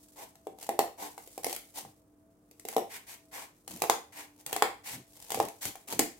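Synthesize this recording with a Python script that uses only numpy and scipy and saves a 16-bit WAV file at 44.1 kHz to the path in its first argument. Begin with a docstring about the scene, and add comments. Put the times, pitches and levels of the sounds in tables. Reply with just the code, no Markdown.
"""Scissors cut a sheet of thick cardboard held above a table in a small room.
Closing strokes crunch and tick through the fibres, as bursts and grains of noise, and snap:
sharp noise cracks, and a short push makes the sheet ring like a drumhead.
The blades also slide open with a grainy hiss, the sheet flexes with a low flutter,
and hands rustle throughout over quiet room noise and a faint hum."""
import sys
import numpy as np
from scipy import signal
from scipy.fft import rfft, irfft, next_fast_len
from scipy.io import wavfile
from scipy.ndimage import map_coordinates

SR = 44100
rng = np.random.default_rng(int(sys.argv[2]) if len(sys.argv) > 2 else 0)


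def store_wav(level_fs):
    """Save 16-bit WAV to argv[1]."""
    pcm = np.round(np.clip(np.atleast_2d(level_fs), -1, 1) * 32767)
    wavfile.write(sys.argv[1], SR, pcm.T.astype(np.int16))


N = 273067  # length of the scene in samples


def amp(db):
    """Turn decibels into a plain multiplier."""
    return 10 ** (np.asarray(db) / 20)


def unit(x):
    """Scale a sound to an rms (average strength) of 1."""
    return x / np.sqrt(np.mean(x ** 2) + 1e-20)


def along(points, hz):
    """Read a curve of (f/Hz, value) points, joined by straight lines over log frequency."""
    f, v = np.transpose(points)
    return np.interp(np.log(hz + 1), np.log(f), v)


def filtered(x, response):
    """Make each frequency of x stronger or weaker by response(hz)."""
    n = x.shape[-1]
    padded = next_fast_len(n + 4096)  # spare room keeps the end from wrapping onto the start
    hz = np.fft.rfftfreq(padded, 1 / SR)
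    return irfft(rfft(x, padded) * response(hz), padded)[..., :n]


def coloured(x, spectrum):
    """Shape x by a table of levels over frequency, then set its rms to 1."""
    return unit(filtered(x, lambda hz: amp(along(spectrum, hz))))


def wobble(rate):
    """Draw a smooth random curve through `rate` random points a second."""
    knots = rng.standard_normal(int(N * rate / SR) + 4)
    return map_coordinates(knots, [np.arange(N) * rate / SR])


# how alike left and right are in sound from all sides: f/Hz, likeness (0 to 1)
LIKENESS = [(100, 1), (600, 0.63), (1100, 0.043), (2000, 0.017)]


def diffuse(size):
    """Make stereo noise from all sides: alike in the bass, unrelated in the treble."""
    def mid_and_side(hz):
        turn = np.arccos(np.clip(along(LIKENESS, hz), 0, 1)) / 2
        return np.array([np.cos(turn), np.sin(turn)])

    mid, side = filtered(rng.standard_normal((2, size)), mid_and_side)
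    return np.array([mid + side, mid - side])


def grain(rate, spread_db, life_s):
    """Build an rms-1 envelope of tiny, fading fibre breaks of uneven size, `rate` a second."""
    happens = rng.random(N) < rate / SR
    size_db = spread_db * np.minimum(rng.exponential(size=N), 3)
    breaks = happens * amp(size_db)
    decay = np.exp(-np.arange(SR // 50) / SR / life_s)
    power = signal.fftconvolve(breaks ** 2, decay)[:N]
    return unit(np.sqrt(np.abs(power)))


def add(track, s, sound):
    """Mix a sound into the track at time s, cutting off what runs past the end."""
    part = track[:, round(s * SR):][:, :sound.shape[-1]]
    part += sound[..., :part.shape[-1]]


# how long the room takes to fade by 60 dB: f/Hz, t/s
ROOM_FADE_TIMES = [(150, .26), (500, 0.29), (2500, 0.33), (8000, 0.29), (16000, 0.25)]
# tone of the room's answer: f/Hz, relative level/dB
ROOM_TONE = [(150, 11), (600, -2.5), (1400, 0), (2500, -0.5), (8000, -3.5), (16000, -3)]


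def room(x, gap_s=0.00033):
    """Add up echoes from table and walls as fading noise, each frequency dying at its own speed."""
    hz, t, noise = signal.stft(diffuse(SR // 2), SR, nperseg=256)
    t60 = along(ROOM_FADE_TIMES, hz)[:, None]
    tone_db = along(ROOM_TONE, hz)[:, None]
    # the last factor gives slow and fast fades the same total energy
    fade = amp(tone_db - 60 * t / t60) * np.sqrt(2 * np.log(1000) / (t60 * SR))
    tail = signal.istft(noise * fade, SR, nperseg=256)[1]
    # echoes start softly, just after the direct sound
    onset = 1 - np.exp(-(np.arange(tail.shape[1]) / SR / gap_s) ** 2)
    return signal.fftconvolve(x, tail * onset, axes=1)


# tone of skin and cloth on the board: f/Hz, relative level/dB (per Hz)
RUSTLE_TONE = [(2500, -7.5), (8500, 2.5), (16000, -2.5)]
# how busy the hands are; they rest before the third stroke: t/s, middle level/dB
HANDS = [(0, -69.5), (0.451, -74), (1.2, -60.5), (1.9, -67), (2.1, -82), (2.45, -78.5), (2.799, -65.5),
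         (4.3, -70.5), (6.19, -67.5)]


def rustle(restless_db=4.0):
    """Fingers and sleeve never keep quite still: grainy noise whose level wanders."""
    grains = grain(rate=360, spread_db=3.5, life_s=0.0043)
    fibres = coloured(diffuse(N) * grains, RUSTLE_TONE)
    level_db = np.interp(np.arange(N) / SR, *np.transpose(HANDS))
    return amp(level_db + restless_db * wobble(1.5)) * fibres


# tone of the quiet room noise: f/Hz, relative level/dB (per Hz)
ROOM_NOISE = [(20, -35.5), (45, -5), (110, -7), (200, -5), (300, -8), (450, -8.5), (680, -16.5),
              (1100, -19.5), (1600, -27.5), (4000, -39.5), (9000, -34.5), (16000, -35.5)]
# faint tones in the room: f/Hz, level/dB before wavering, waver (0 to 1)
HUM_TONES = [(99, -78.5, 0.22), (298, -70.5, .35), (658, -79, .9)]


def ambience(level_db=-67.5):
    """Quiet room noise, plus hum tones that waver in strength and phase."""
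    t = np.arange(N) / SR
    hum = np.zeros(N)
    for hz, db, waver in HUM_TONES:
        strength = amp(db) * np.sqrt(2) * (1 + waver * wobble(7.4))
        hum += strength * np.sin(2 * np.pi * hz * t + 2 * waver * wobble(14))
    return amp(level_db) * coloured(diffuse(N), ROOM_NOISE) + hum


# tone of rubbing at the edge of the board: f/Hz, relative level/dB (per Hz)
HISS_TONE = [(800, -32), (2000, -7), (3200, -2), (5000, -1.5), (8000, 1.5), (10500, -1.5), (13000, 0.5),
             (16000, -8)]
# tone of rubbing heard through the sheet: f/Hz, relative level/dB (per Hz)
BODY_TONE = [(120, -16), (250, 3), (600, 0.5), (860, 7), (1250, -6), (1550, -6.5), (2200, 1), (3500, -8),
             (7000, -24.5)]


def friction(rows, grains, pan_db=1, wet_db=-2, roundness=0.65, focus=1.3):
    """Grains hiss at the board's edge and sound through the sheet, coloured by where it is touched."""
    dry = np.zeros((2, N))
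    sides = amp([[pan_db], [-pan_db]])  # the hiss leans left
    for s, length, hiss_db, body_db, centre_hz in rows:
        rough = grains[round(s * SR):][:round(length * SR)]
        size = len(rough)
        hiss = coloured(diffuse(size) * rough, HISS_TONE)
        # the sheet is driven most around centre_hz
        drive = filtered(diffuse(size) * rough,
                         lambda f: 1 / (1 + (focus * np.log((f + 1) / centre_hz)) ** 2))
        body = coloured(drive, BODY_TONE)
        speed = np.hanning(size) ** (roundness / 2)  # the hand speeds up and eases off
        add(dry, s, speed * (amp(hiss_db) * sides * hiss + amp(body_db) * body))
    return dry + amp(wet_db) * room(dry)[:, :N]


# the blades slide open along the cut edge, one row a slide:
# start t/s, length t/s, relative hiss level/dB, relative body level/dB, body centre f/Hz
BLADE_SLIDES = [(.155, .11, -50.5, -50.5, 770), (.975, .12, -45.5, -44, 755),
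                (1.738, .086, -42.5, -49.5, 842), (2.892, .098, -46, -49, 1850),
                (3.066, .09, -46.5, -53, 1710), (3.312, .15, -46, -47.5, 1300),
                (4.12, .145, -49, -50.5, 1430), (4.835, .14, -42.5, -48.5, 1700),
                (5.608, .09, -37.5, -47.5, 1590)]


def slides(uneven_db=2.0):
    """Sliding on the board makes a fine, dense grain that swells as the pressure wavers."""
    pressure = unit(amp(uneven_db * wobble(35)))
    return friction(BLADE_SLIDES, grain(rate=1900, spread_db=5, life_s=0.0039) * pressure)


def burst(t, spectrum, rise_s, shared=0.072):
    """A rip of a few milliseconds: noise that jumps up and dies, mostly different left and right."""
    common, *apart = rng.standard_normal((3, len(t)))
    mixed = np.sqrt(shared) * common + np.sqrt(1 - shared) * np.array(apart)
    shape = (t / rise_s) ** 2 * np.exp(-2 * t / rise_s)  # highest at rise_s
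    return coloured(mixed, spectrum) * shape / np.sqrt(np.mean(shape[:SR // 250] ** 2))


# ways the held sheet rings (modes), before small random shifts:
# f/Hz, relative level/dB, time to fade by 60 dB t/s
SHEET_MODES = [(225, -15, 0.013), (350.3, -13.5, 0.13), (447.7, -4, 0.067), (491.5, 1, 0.03),
               (590, -10, 0.11), (693, -2.5, 0.092), (775.6, 9.5, 0.035), (950, -13.5, 0.064),
               (1036, -6.5, 0.069), (1340, -24.5, .02), (1770, -1, 0.05), (1930, -1, 0.022),
               (2570, -10, .01), (3300, -11, .008)]


def kick(t, hz, cycles=0.18, ring_db=9.5, scatter_db=2, drift=0.013, leak_hz=255, apart_hz=1150):
    """A torn flute (one ridge of the corrugation) jerks the sheet once, and the sheet rings briefly."""
    def head(x):
        """Set the rms of the first 6 ms or so to 1."""
        return x / np.sqrt(np.mean(x[..., :SR // 160] ** 2))

    u = t * hz / cycles
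    push = head(u ** 2 * np.exp(-u) * np.sin(2 * np.pi * hz * t))
    modes = np.zeros((2, len(t)))
    for f, db, t60 in SHEET_MODES:
        # high modes reach the two microphones out of step
        turn = rng.normal() * (f / apart_hz) ** 2 * np.array([[1], [-1]])
        # the grip shifts each mode a little
        strength = amp(db + scatter_db * rng.normal() - 60 * t / t60)
        shifted_hz = f * (1 + drift * rng.normal())
        modes += strength * np.cos(2 * np.pi * shifted_hz * t + turn)
    ring = head(signal.fftconvolve(push[None], modes, axes=1)[:, :len(t)])
    # air leaks round the edges of the sheet, so it radiates little bass
    leak = signal.iirfilter(N=3, Wn=leak_hz, btype="high", fs=SR, output="sos")
    return head(signal.sosfilt(leak, push + amp(ring_db) * ring))


# the board gives way under the blades, one row a snap:
# t/s, relative crack level/dB, relative kick level/dB, kick f/Hz
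BOARD_SNAPS = [(0.3543, -54.5, -63.5, 900), (.469, -50.5, -34, 524), (.5857, -50, -53, 676),
               (0.6906, -32.5, -25.5, 556), (0.7909, -22, -18.5, 710), (1.1784, -44.5, -42.5, 890),
               (1.274, -46.5, -53, 390), (1.3776, -40, -38.5, 522), (1.4438, -26.5, -35, 676),
               (1.466, -33.5, -29.5, 514), (1.5272, -31, -42, 670), (1.562, -33, -59, 590),
               (1.8501, -59, -47, 750), (2.5111, -52, -62, 320), (2.5959, -45.5, -66, 388),
               (2.651, -39.5, -40, 400), (2.6856, -31.5, -42.5, 560), (2.765, -30, -20.5, 550),
               (2.7807, -36, -26, 574), (3.6772, -36, -50.5, 633), (3.8196, -23.5, -27, 702),
               (3.8383, -37, -28, 775), (3.8974, -21, -18, 877), (4.4626, -32, -49.5, 900),
               (4.528, -26, -33, 643), (4.5631, -28.5, -30.5, 790), (4.6224, -23.5, -18, 1166),
               (5.2235, -44, -67.5, 487), (5.3037, -31, -40, 930), (5.3187, -28, -35.5, 645),
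               (5.3442, -31.5, -31, 810), (5.3736, -46, -32.5, 443), (5.4006, -32, -20, 710),
               (5.4845, -38, -64, 660), (5.653, -27.5, -42.5, 860), (5.7545, -43.5, -46, 810),
               (5.9337, -40, -40.5, 382), (5.992, -16.5, -26.5, 240), (5.9951, -21.5, -28.5, 760)]
# tone of the liner or fibres cracking: f/Hz, relative level/dB (per Hz)
CRACK_TONE = [(300, -16), (1200, -11.5), (2200, -3.5), (3500, -5.5), (5200, -3), (7800, 1), (9800, -2),
              (11800, 0.5), (16000, -6)]
# tone of a collapsing ridge of the corrugation: f/Hz, relative level/dB (per Hz)
CRUSH_TONE = [(500, -16.5), (1100, -3.5), (1500, -8), (2000, 8.5), (2700, -1.5), (3600, -1), (5500, -11),
              (12000, -34)]


def snaps(crack_db=-1, crush_db=-8.5, crush_slope_db=8, pan_db=1.0, kick_wet_db=-2,
          quick_s=0.0013, slow_s=0.0018):
    """In every snap the liner (outer paper) cracks, a flute is crushed and the sheet is kicked."""
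    out = np.zeros((2, N))
    t = np.arange(SR // 8) / SR
    sides = amp([[pan_db], [-pan_db]])  # the crack leans left
    hardest_db = max(row[2] for row in BOARD_SNAPS)
    for s, rip_db, push_db, hz in BOARD_SNAPS:
        thump = amp(push_db) * kick(t, hz)
        # a hard snap parts the fibres at once, a light one tears them one after another
        rise_s = slow_s + (quick_s - slow_s) * amp((push_db - hardest_db) / 2)
        crack = amp(rip_db + crack_db) * burst(t, CRACK_TONE, rise_s) * sides
        # the flute crunches most when a strong rip meets a quick kick
        quickness_db = crush_slope_db * np.log2(hz / 750)
        crush = amp((push_db + rip_db) / 2 + crush_db + quickness_db) * burst(t, CRUSH_TONE, rise_s)
        add(out, s, thump + crack + crush)
        add(out, s, room(amp(kick_wet_db) * thump + crack + crush))
    return out


# the blades close through the fibres, one row a squeeze:
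# start t/s, length t/s, relative hiss level/dB, relative body level/dB
BLADE_CUTS = [(0.593, .09, -50.5, -58), (1.426, .14, -44.5, -53), (2.67, .11, -52.5, -53),
              (3.674, 0.15, -50, -58), (4.36, .07, -60.5, -68.5), (4.468, 0.11, -52, -50.5),
              (5.121, 0.23, -56, -68.5), (5.289, .17, -45.5, -58), (5.873, 0.085, -40.5, -45.5)]


def crunch(cut_hz=950):
    """Fibres break in quick succession along the closing blades, driving the sheet near cut_hz."""
    rows = [(*cut, cut_hz) for cut in BLADE_CUTS]
    return friction(rows, grain(rate=300, spread_db=5, life_s=.0014))


def ticks(per_s=42, over_hiss_db=-0.5, spread_db=15, kick_db=-11, wet_db=-1,
          rise_s=0.0025, kick_hz=600, count=10):
    """While the blades close, small fibres part one by one at uneven steps, each with a small kick."""
    dry = np.zeros((2, N))
    t = np.arange(SR // 16) / SR
    for start, length, hiss_db, _ in BLADE_CUTS:
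        thump = amp(kick_db) * kick(t, kick_hz)  # shared by all ticks of this cut
        for k in range(count):
            age = (k + rng.random()) / per_s  # seconds into the cut
            size_db = spread_db * (rng.random() - .5)
            crack = burst(t, CRACK_TONE, rise_s)
            if age < length:
                add(dry, start + age, amp(hiss_db + over_hiss_db + size_db) * (crack + thump))
    return dry + amp(wet_db) * room(dry)[:, :N]


# the sheet flexes in the hand as it is turned: start t/s, length t/s, level at the top of the swell/dB
SHEET_FLEXES = [(1.796, 0.13, -57), (3.663, 0.17, -50.5), (4.877, 0.18, -50.5), (5.288, 0.23, -45.5),
                (5.63, .1, -44), (5.894, 0.12, -48.5)]


def flexes(centre_hz=178, sharpness=1.33):
    """The whole sheet bends with a soft low flutter that swells and fades, alike at both microphones."""
    swell = np.zeros((2, N))
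    flutter = unit(filtered(rng.standard_normal(N),
                            lambda f: 1 / (1 + (sharpness * np.log((f + 1) / centre_hz)) ** 4)))
    for s, length, db in SHEET_FLEXES:
        add(swell, s, amp(db) * np.hanning(round(length * SR)))
    return swell * flutter


def scene():
    """Cutting, sliding and handling over the quiet room."""
    return rustle() + ambience() + slides() + snaps() + crunch() + ticks() + flexes()


def record(dry, top_hz=16100):
    """The recorder keeps nothing from its band limit, top_hz, upwards."""
    return filtered(dry, lambda hz: hz < top_hz)


dry = scene()
out = record(dry)
store_wav(out)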